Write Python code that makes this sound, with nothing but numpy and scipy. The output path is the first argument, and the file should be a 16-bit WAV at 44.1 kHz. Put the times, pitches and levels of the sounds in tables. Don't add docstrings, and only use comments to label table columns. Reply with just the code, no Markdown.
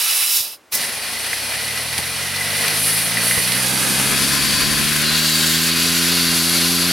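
import sys
import numpy as np
from scipy import signal
from scipy.fft import rfft, irfft, next_fast_len
from scipy.io import wavfile
from scipy.ndimage import map_coordinates

SR = 44100
rng = np.random.default_rng(int(sys.argv[2]) if len(sys.argv) > 2 else 0)


def file_out(sig):
    cols = np.atleast_2d(sig).T
    lim = np.clip(cols, -1, 1)
    pcm = np.round(lim * 32767).astype(np.int16)
    wavfile.write(sys.argv[1], SR, pcm)


def makeup_ratio(level_db):
    decades = np.asarray(level_db, float) / 20
    return 10 ** decades


N = 305172

# time [s], blade passes [Hz]
ROTOR = [(.75, 19), (1.1, 26.8), (1.4, 32.8), (1.7, 38), (2, 42.5), (2.6, 50.3), (3.8, 65), (4.1, 67.9),
         (4.4, 69.6), (5, 75.7), (5.3, 79.2), (5.6, 82.2), (5.9, 84.6), (6.18, 86.5), (6.26, 84.6),
         (6.36, 83.7), (6.5, 84.5), (6.92, 87.8)]
# start [s], snap [dB re hiss], cavity [dB re hiss]
SPITS = [(1.264, -12, -1), (1.33, -9, 12.5), (1.774, -2, 8), (1.884, -12.5, -7), (1.928, -8, 0),
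         (1.979, 5, 1), (2.679, 4, -5), (2.87, -17, -15), (3.17, -10, 9.5), (3.311, -13, 10.5),
         (3.474, -6, 4), (3.52, -2, 2)]
# start [s], churn, outlet, shoulder and top levels [dB re flow]
PLACES = [
    (0, -17, -1, -3.5, 1.5),
    (.28, -15.5, 5, 1.5, 8),
    (.43, -6, 5.5, -3, 7),
    (.72, -5.5, 2.5, -1, -8.5),
    (3.62, -5, -1, -2.7, -14),
    (4.15, -7.5, 2.5, -2.7, -10),
    (4.75, -10, -0.5, -4.5, -6.5),
    (5.03, -10, 3.6, 2.7, -2.5),
    (5.7, -9.5, 2.5, -0.5, -6.5),
    (6.1, -7, 4, -1.5, -9),
]


def unit(x):
    return x / np.sqrt(np.mean(x ** 2) + 1e-20)


def along(points, hz):
    f, v = np.transpose(points)
    return np.interp(np.log(hz + 1), np.log(f + 1), v)


def curves(rows):
    s, *cols = np.transpose(rows)
    return [np.interp(np.arange(N) / SR, s, c) for c in cols]


def wobble(rate_hz):
    knots = rng.standard_normal(int(N * rate_hz / SR) + 4)
    return map_coordinates(knots, [np.arange(N) * rate_hz / SR])


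def filtered(x, response):
    n = x.shape[-1]
    m = next_fast_len(n + 8192)
    return irfft(rfft(x, m) * response(np.fft.rfftfreq(m, 1 / SR)), m)[..., :n]


def pair(mid, side):
    return np.array([mid + side, mid - side])


def steer(x, mid_db, side_db):
    mid, side = pair(*x) / 2
    return pair(makeup_ratio(mid_db) * mid, makeup_ratio(side_db) * side)


def air(lo_hz, hi_hz, slope_db, order=6):
    # frequency [Hz], side re mid [dB]
    width_points = [(400, -15.5), (1290, -11), (2380, -13), (5000, -12.5), (7500, -7.5), (10500, -10),
                    (11800, -12), (14500, -7.5)]

    def response(hz):
        slope = makeup_ratio(slope_db * np.log2(hz / lo_hz + 1e-3))
        edges = np.sqrt((1 + (lo_hz / (hz + 1)) ** order) * (1 + (hz / hi_hz) ** order))
        side_gain = makeup_ratio(along(width_points, np.maximum(hz, 400)))
        return slope / edges * np.array([np.ones_like(hz), side_gain])

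    mid, side = filtered(rng.standard_normal((2, N)), response)
    return pair(mid, side) / np.std(mid)


def breathy(rows, width_hz):
    hz, db = curves(rows)
    a, b = filtered(rng.standard_normal((2, 2, N)), lambda f: 1 / (1 + (f / width_hz * 2) ** 2))
    phase = 2 * np.pi * np.cumsum(hz) / SR
    return steer(unit(a * np.cos(phase) + b * np.sin(phase)), db + 2.5, db - 6)


def shop():
    # frequency [Hz], level [dB]
    floor_points = [(18, -51.5), (30, -18), (320, -6), (860, -7), (2430, -13), (3070, -16), (10800, -24),
                    (15500, -34)]
    mid, side = filtered(rng.standard_normal((2, N)), lambda hz: makeup_ratio(along(floor_points, hz)))
    return makeup_ratio(-53) * pair(mid, 0.21 * side) / np.std(mid)


def rotor_phase():
    return 2 * np.pi * np.cumsum(curves(ROTOR)[0]) / SR + 0.027 * wobble(25)


def flow_db():
    # time [s], air flow [dB]
    puff_rows = [(0, -23), (.24, -23.5), (.3, -28.5), (.36, -27), (.41, -30.5), (.43, -34), (.545, -46),
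                 (.585, -72), (.7, -97)]
    # time [s], air flow [dB]
    flow_rows = [(0.724, -31.5), (.745, -30.5), (.78, -30.5), (.85, -29.5), (.94, -32.5), (1.5, -30.5),
                 (2.1, -30.5), (2.55, -27), (3.1, -27.5), (3.4, -26), (3.75, -25.5), (4.08, -25.5),
                 (4.95, -23.5), (5.25, -25), (5.78, -25), (6.3, -26), (6.6, -25.5), (6.92, -27)]
    return curves(puff_rows + flow_rows)[0]


def surge():
    return makeup_ratio(0.53 * wobble(4.95) + 0.077 * wobble(12) + 0.5 * wobble(45))


def stay():
    t, move_s = np.arange(N) / SR, .05
    after = [np.clip((t - s) / move_s + .5 + (s == 0), 0, 1) for s, *_ in PLACES]
    return -np.diff(after + [0 * t], axis=0)


def jet_levels():
    # time [s], fizz [dB re flow]
    aim_rows = [(0, 0), (.38, 4.5), (.76, 2.5), (2.2, 1), (2.73, 2.5), (2.86, 10), (3.08, 5.5), (3.12, 2.5),
                (3.2, 2.5), (3.26, 9), (3.52, 3.5), (3.95, 3.5), (4.99, 0), (5.05, -3), (5.65, -1.5),
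                (5.75, 0.5), (6.05, 2.5), (6.92, 4.5)]
    t, aim = np.arange(N) / SR, curves(aim_rows)[0]
    churn, outlet, shoulder, top = np.transpose(PLACES)[1:] @ stay()
    opening_s, opening_db, settle_s = 0.753, 23.5, 0.037
    opening = opening_db * np.exp(-np.abs(t - opening_s) / settle_s) * (t > PLACES[1][0])
    outlet = outlet + 0.17 * aim
    shoulder = shoulder + 0.36 * aim + 0.59 * opening
    top = top + 0.34 * aim + opening
    return churn, outlet, aim, shoulder, top


def spits(sizes_db, life_s):
    rise, t = np.zeros(N), np.arange(2000) / SR
    shape = (1 - np.exp(-t / 0.0007)) * np.exp(-t / life_s)
    for (s, *_), db in zip(SPITS, sizes_db):
        rise[round(s * SR):][:len(t)] += makeup_ratio(db + 2.5) * shape
    return rise


def shade():
    # start [s], end [s], shade [dB]
    shade_rows = [
        (5.03, 5.11, -9),
        (5.71, 5.74, -5),
    ]
    t, total_db, uncover_s = np.arange(N) / SR, 0, .15
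    for a, b, db in shade_rows:
        times = [a - .006, a + .004, b, b + .03, b - uncover_s * db / 6]
        total_db = total_db + np.interp(t, times, [0, db, db, db / 3, 0])
    return makeup_ratio(total_db)


def seen(x):
    # centre [Hz], width [Hz], boost [dB]
    bench_peaks = [(200, 350, -8.5), (880, 210, 6.5), (1310, 84, 0.5), (1770, 1100, -7.5), (2640, 65, 9),
                   (2940, 80, 6), (3170, 130, -7), (4000, 130, 7), (4190, 120, -13), (5080, 46, 10.5),
                   (5440, 110, 8.5), (10800, 220, -2), (12700, 200, -2)]
    card_peaks = [(365, 100, -9), (472, 160, 3), (996, 17, -13), (1190, 43, -7.5), (1900, 280, 3),
                  (2440, 84, 6), (2880, 160, 3), (3670, 360, -2), (4370, 150, 3.5), (6450, 150, 3),
                  (6870, 1960, -6.5), (9350, 150, 2.5), (10500, 200, 1.5), (11960, 830, -3)]
    casing_peaks = [(1560, 300, 3.25), (2506, 77, 5.5), (3230, 150, 2.6), (4580, 410, 3.7)]
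    gap_peaks = [(876, 210, -5), (1035, 47, 9.5)]
    bag_peaks = [(1760, 120, 4), (6260, 200, -2), (10200, 1800, -0.5)]
    hand_peaks = [(2420, 150, -6), (2800, 130, 4.5), (4050, 440, 3.5), (5960, 1700, -3.5), (14200, 1800, 3)]
    vice_peaks = [(2460, 102, -2), (2790, 88, 5.5), (3930, 280, 3), (4300, 250, 2), (8870, 610, -5),
                  (11700, 830, 2.5)]
    open_casing = casing_peaks + gap_peaks
    nearby = [bench_peaks] * 3 + [card_peaks, casing_peaks, open_casing + bag_peaks, open_casing]
    nearby += [open_casing + hand_peaks] + [open_casing + vice_peaks] * 2

    x, out = pair(*x) / 2, np.zeros_like(x)
    for weight, peaks in zip(stay(), nearby):
        on = np.flatnonzero(weight)
        part = slice(max(on[0] - SR // 20, 0), on[-1] + 1)
        delays_s, sizes = rng.uniform(0.000983, .025, 10), 0.09 * rng.standard_normal(10)

        def response(f):
            echoes = 1 + sum(g * np.exp(-2j * np.pi * f * d) for d, g in zip(delays_s, sizes))
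            shape = makeup_ratio(sum(db / (1 + ((f - hz) / width * 2) ** 2) for hz, width, db in peaks))
            return shape ** np.array([[1], [0.37]]) * echoes

        out[:, part] += weight[part] * filtered(x[:, part], response)
    return pair(*out)


def hiss(phase):
    # time [s], left - right [dB]
    pan_rows = [(0.0, -2.5), (0.37, -2.5), (1.02, 0), (2.35, -0.5), (2.89, 0), (3.76, -3), (4.09, 1.5),
                (4.72, 2), (5.72, 0.5), (6.92, 1)]
    scatter_db = [-0.5, -1.5, -1.5, 0, 1, -.5, 2.5, -2, -3, -2.5]
    churn, outlet, fizz, shoulder, top = jet_levels()
    _, snap_db, cavity_db = np.transpose(SPITS)
    snap, shaded = 1 + spits(snap_db, 0.004), shade()

    def chop(depth):
        return 1 + depth * np.cos(phase - 1.5)

    def own():
        return makeup_ratio(0.27 * wobble(14) + 0.58 * wobble(90))

    low = makeup_ratio(churn + 0.8) * chop(0.13) * air(236, 1330, 0.95)
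    low += makeup_ratio(churn - 9) * chop(0.58) * air(110, 280, .3)
    lumps = makeup_ratio(1.3 * wobble(60)) * chop(0.12) + spits(cavity_db, 0.0033)
    low += makeup_ratio(-3.15) * lumps * air(1374, 2580, 0.53, order=10)

    body = makeup_ratio(-2.5) * air(2190, 4320, -.3, order=10)
    body += makeup_ratio(outlet - 2.5) * air(3480, 5780, -2.5, order=12)

    tip = steer(air(10060, 10060, -.3, order=14), fizz - 0.27, 3 + 0.19 * fizz)
    tip += makeup_ratio(shoulder - 1.47) * shaded ** 0.57 * air(5130, 8600, -4.0, order=14)
    tip += makeup_ratio(top - 1.8) * shaded * snap ** .6 * air(11200, 17000, -17, order=20)
    tip *= makeup_ratio([[.4], [-.4]])

    jet = steer(own() * low + own() * snap * body, 0, scatter_db @ stay())
    jet = makeup_ratio(flow_db()) * (jet + chop(0.04) * own() * snap * tip)
    return seen(surge() * jet) * makeup_ratio(curves(pan_rows)[0] * [[.5], [-.5]])


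def pulse_db():
    full_hz, db_per_doubling = 86.3, 14.5
    standing_hz = 10
    speed = (curves(ROTOR)[0] + standing_hz) / (full_hz + standing_hz)
    return -29.5 + db_per_doubling * np.log2(speed)


def gusts():
    # middle [s], half length [s], buffet [dB], flutter [dB]
    gust_rows = [
        (3.1, 0.44, -52, -42),
        (3.857, 0.27, -55, -31.5),
        (4.3, 0.39, -31, -33),
        (4.717, 0.23, -26.5, -51),
        (5.054, 0.21, -31, -48),
        (5.9, .08, -40, -55),
        (6.27, .12, -44, -56),
    ]
    t, edge_db = np.arange(N) / SR, 15
    gain = makeup_ratio(pulse_db() - 23)
    for s, half_s, buffet_db, flutter_db in gust_rows:
        peak_db = np.array([[buffet_db], [flutter_db]], float)
        gain = gain + makeup_ratio(peak_db - edge_db * ((t - s) / half_s) ** 2)
    return gain


def wind():
    # frequency [Hz], level [dB]
    buffet_points = [(12, -30), (25, -13), (50, -3), (110, -12), (200, -11), (400, -17.5), (800, -48),
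                     (1500, -120)]
    # frequency [Hz], level [dB]
    flutter_points = [(60, -60), (140, -26), (190, -12.5), (270, -9.5), (350, -26), (600, -29),
                      (1200, -120)]
    buffet_gain, flutter_gain = gusts()
    lumps = makeup_ratio(2.1 * np.array([wobble(12), wobble(12)]))
    noise = filtered(rng.standard_normal((2, N)), lambda hz: makeup_ratio(along(buffet_points, hz)))
    mid, side = filtered(rng.standard_normal((2, N)), lambda hz: makeup_ratio(along(flutter_points, hz)))
    flutter = makeup_ratio(0.92 * wobble(22)) * pair(mid, 0.6 * side)
    return (buffet_gain * unit(lumps * noise) + flutter_gain * unit(flutter)) * makeup_ratio([[-.3], [.3]])


def knocks():
    # start [s], peak [dB], pitch [Hz], right-left share
    knock_rows = [
        (0.403, -33, 110, 0),
        (0.737, -34, 90, 0),
        (1.7, -32, 90, 0.023),
        (1.989, -14.5, 203, 0.11),
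        (3.377, -8.5, 115, 0.33),
        (4.801, -25, 120, .8),
    ]
    out, t = np.zeros((2, N + SR)), np.arange(4000) / SR
    for s, db, hz, share in knock_rows:
        thud = np.sin(2 * np.pi * hz * t) * np.exp(-t * hz / 0.45)
        thud += 0.44 * np.sin(2 * np.pi * 4.16 * hz * t) * np.exp(-t / 0.0049)
        thud += 0.58 * np.sin(2 * np.pi * 9.2 * hz * t) * np.exp(-t / 0.0027)
        out[:, round(s * SR):][:, :len(t)] += makeup_ratio(db) * thud * [[1 - 2 * share], [1]]
    return out[:, :N]


def cavity_ring():
    card_place = 3
    flicker = makeup_ratio(2.5 * wobble(16)) + spits(np.transpose(SPITS)[2], .008)
    ring = breathy([(0, 2005, -6)], width_hz=110)
    return stay()[card_place] * makeup_ratio(flow_db()) * flicker * ring


def blades(phase):
    # multiple of passing rate, level [dB], lead [rad]
    thump_rows = [(1, -5, 0.013), (2, 2, 0.022), (3, 1, 0.045), (4, -5, 0.067), (5, -11.5, 1),
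                  (6, -39, 0.58)]
    hz, tone = curves(ROTOR)[0], 0
    for k, order_db, lead_rad in thump_rows:
        k = round(k)
        cut = 1 / np.sqrt(1 + (75 / (k * hz)) ** 4)
        port_rad = np.array([[-.12], [.12]]) * (1 + 2.8 / k ** 2)
        level = cut * makeup_ratio(order_db + 0.58 * wobble(7))
        tone = tone + level * np.cos(k * phase + lead_rad + port_rad)
    started = np.arange(N) > .73 * SR
    return np.sqrt(2) * makeup_ratio(pulse_db()) * started * tone * makeup_ratio([[-1.3], [1.3]])


def whistle():
    # time [s], pitch [Hz], level [dB]
    whistle_rows = [(2.65, 4450, -90), (2.85, 4430, -37), (3.5, 4550, -38), (4.22, 4590, -39),
                    (4.36, 4610, -28), (4.62, 4620, -28), (4.78, 4570, -35), (5.07, 4580, -38),
                    (5.17, 4610, -30), (6.1, 4620, -31), (6.25, 4620, -28), (6.92, 4630, -30.5)]
    return makeup_ratio(1.5 * wobble(5)) * breathy(whistle_rows, width_hz=105) * makeup_ratio([[.4], [-.4]])


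def hand_hollow():
    # time [s], pitch [Hz], level [dB]
    hollow_rows = [(5.01, 4150, -90), (5.05, 4110, -27), (5.15, 4060, -26), (5.3, 3950, -30),
                   (5.42, 3800, -28), (5.52, 3720, -30), (5.66, 3700, -90)]
    return breathy(hollow_rows, width_hz=200) * makeup_ratio([[.4], [-.4]])


def scene():
    phase = rotor_phase()
    jet = hiss(phase) + cavity_ring() + whistle() + hand_hollow()
    return shop() + jet + wind() + knocks() + blades(phase)


def band_limit(x):
    return signal.sosfilt(signal.butter(12, 16750, fs=SR, output="sos"), x)


def record(dry):
    top_hz, bass_hz = 15860, 40
    mix = filtered(dry, lambda hz: (hz < top_hz) * (1j * hz / (1j * hz + bass_hz)) ** 2)
    return band_limit(mix)


dry = scene()
out = record(dry)
file_out(out)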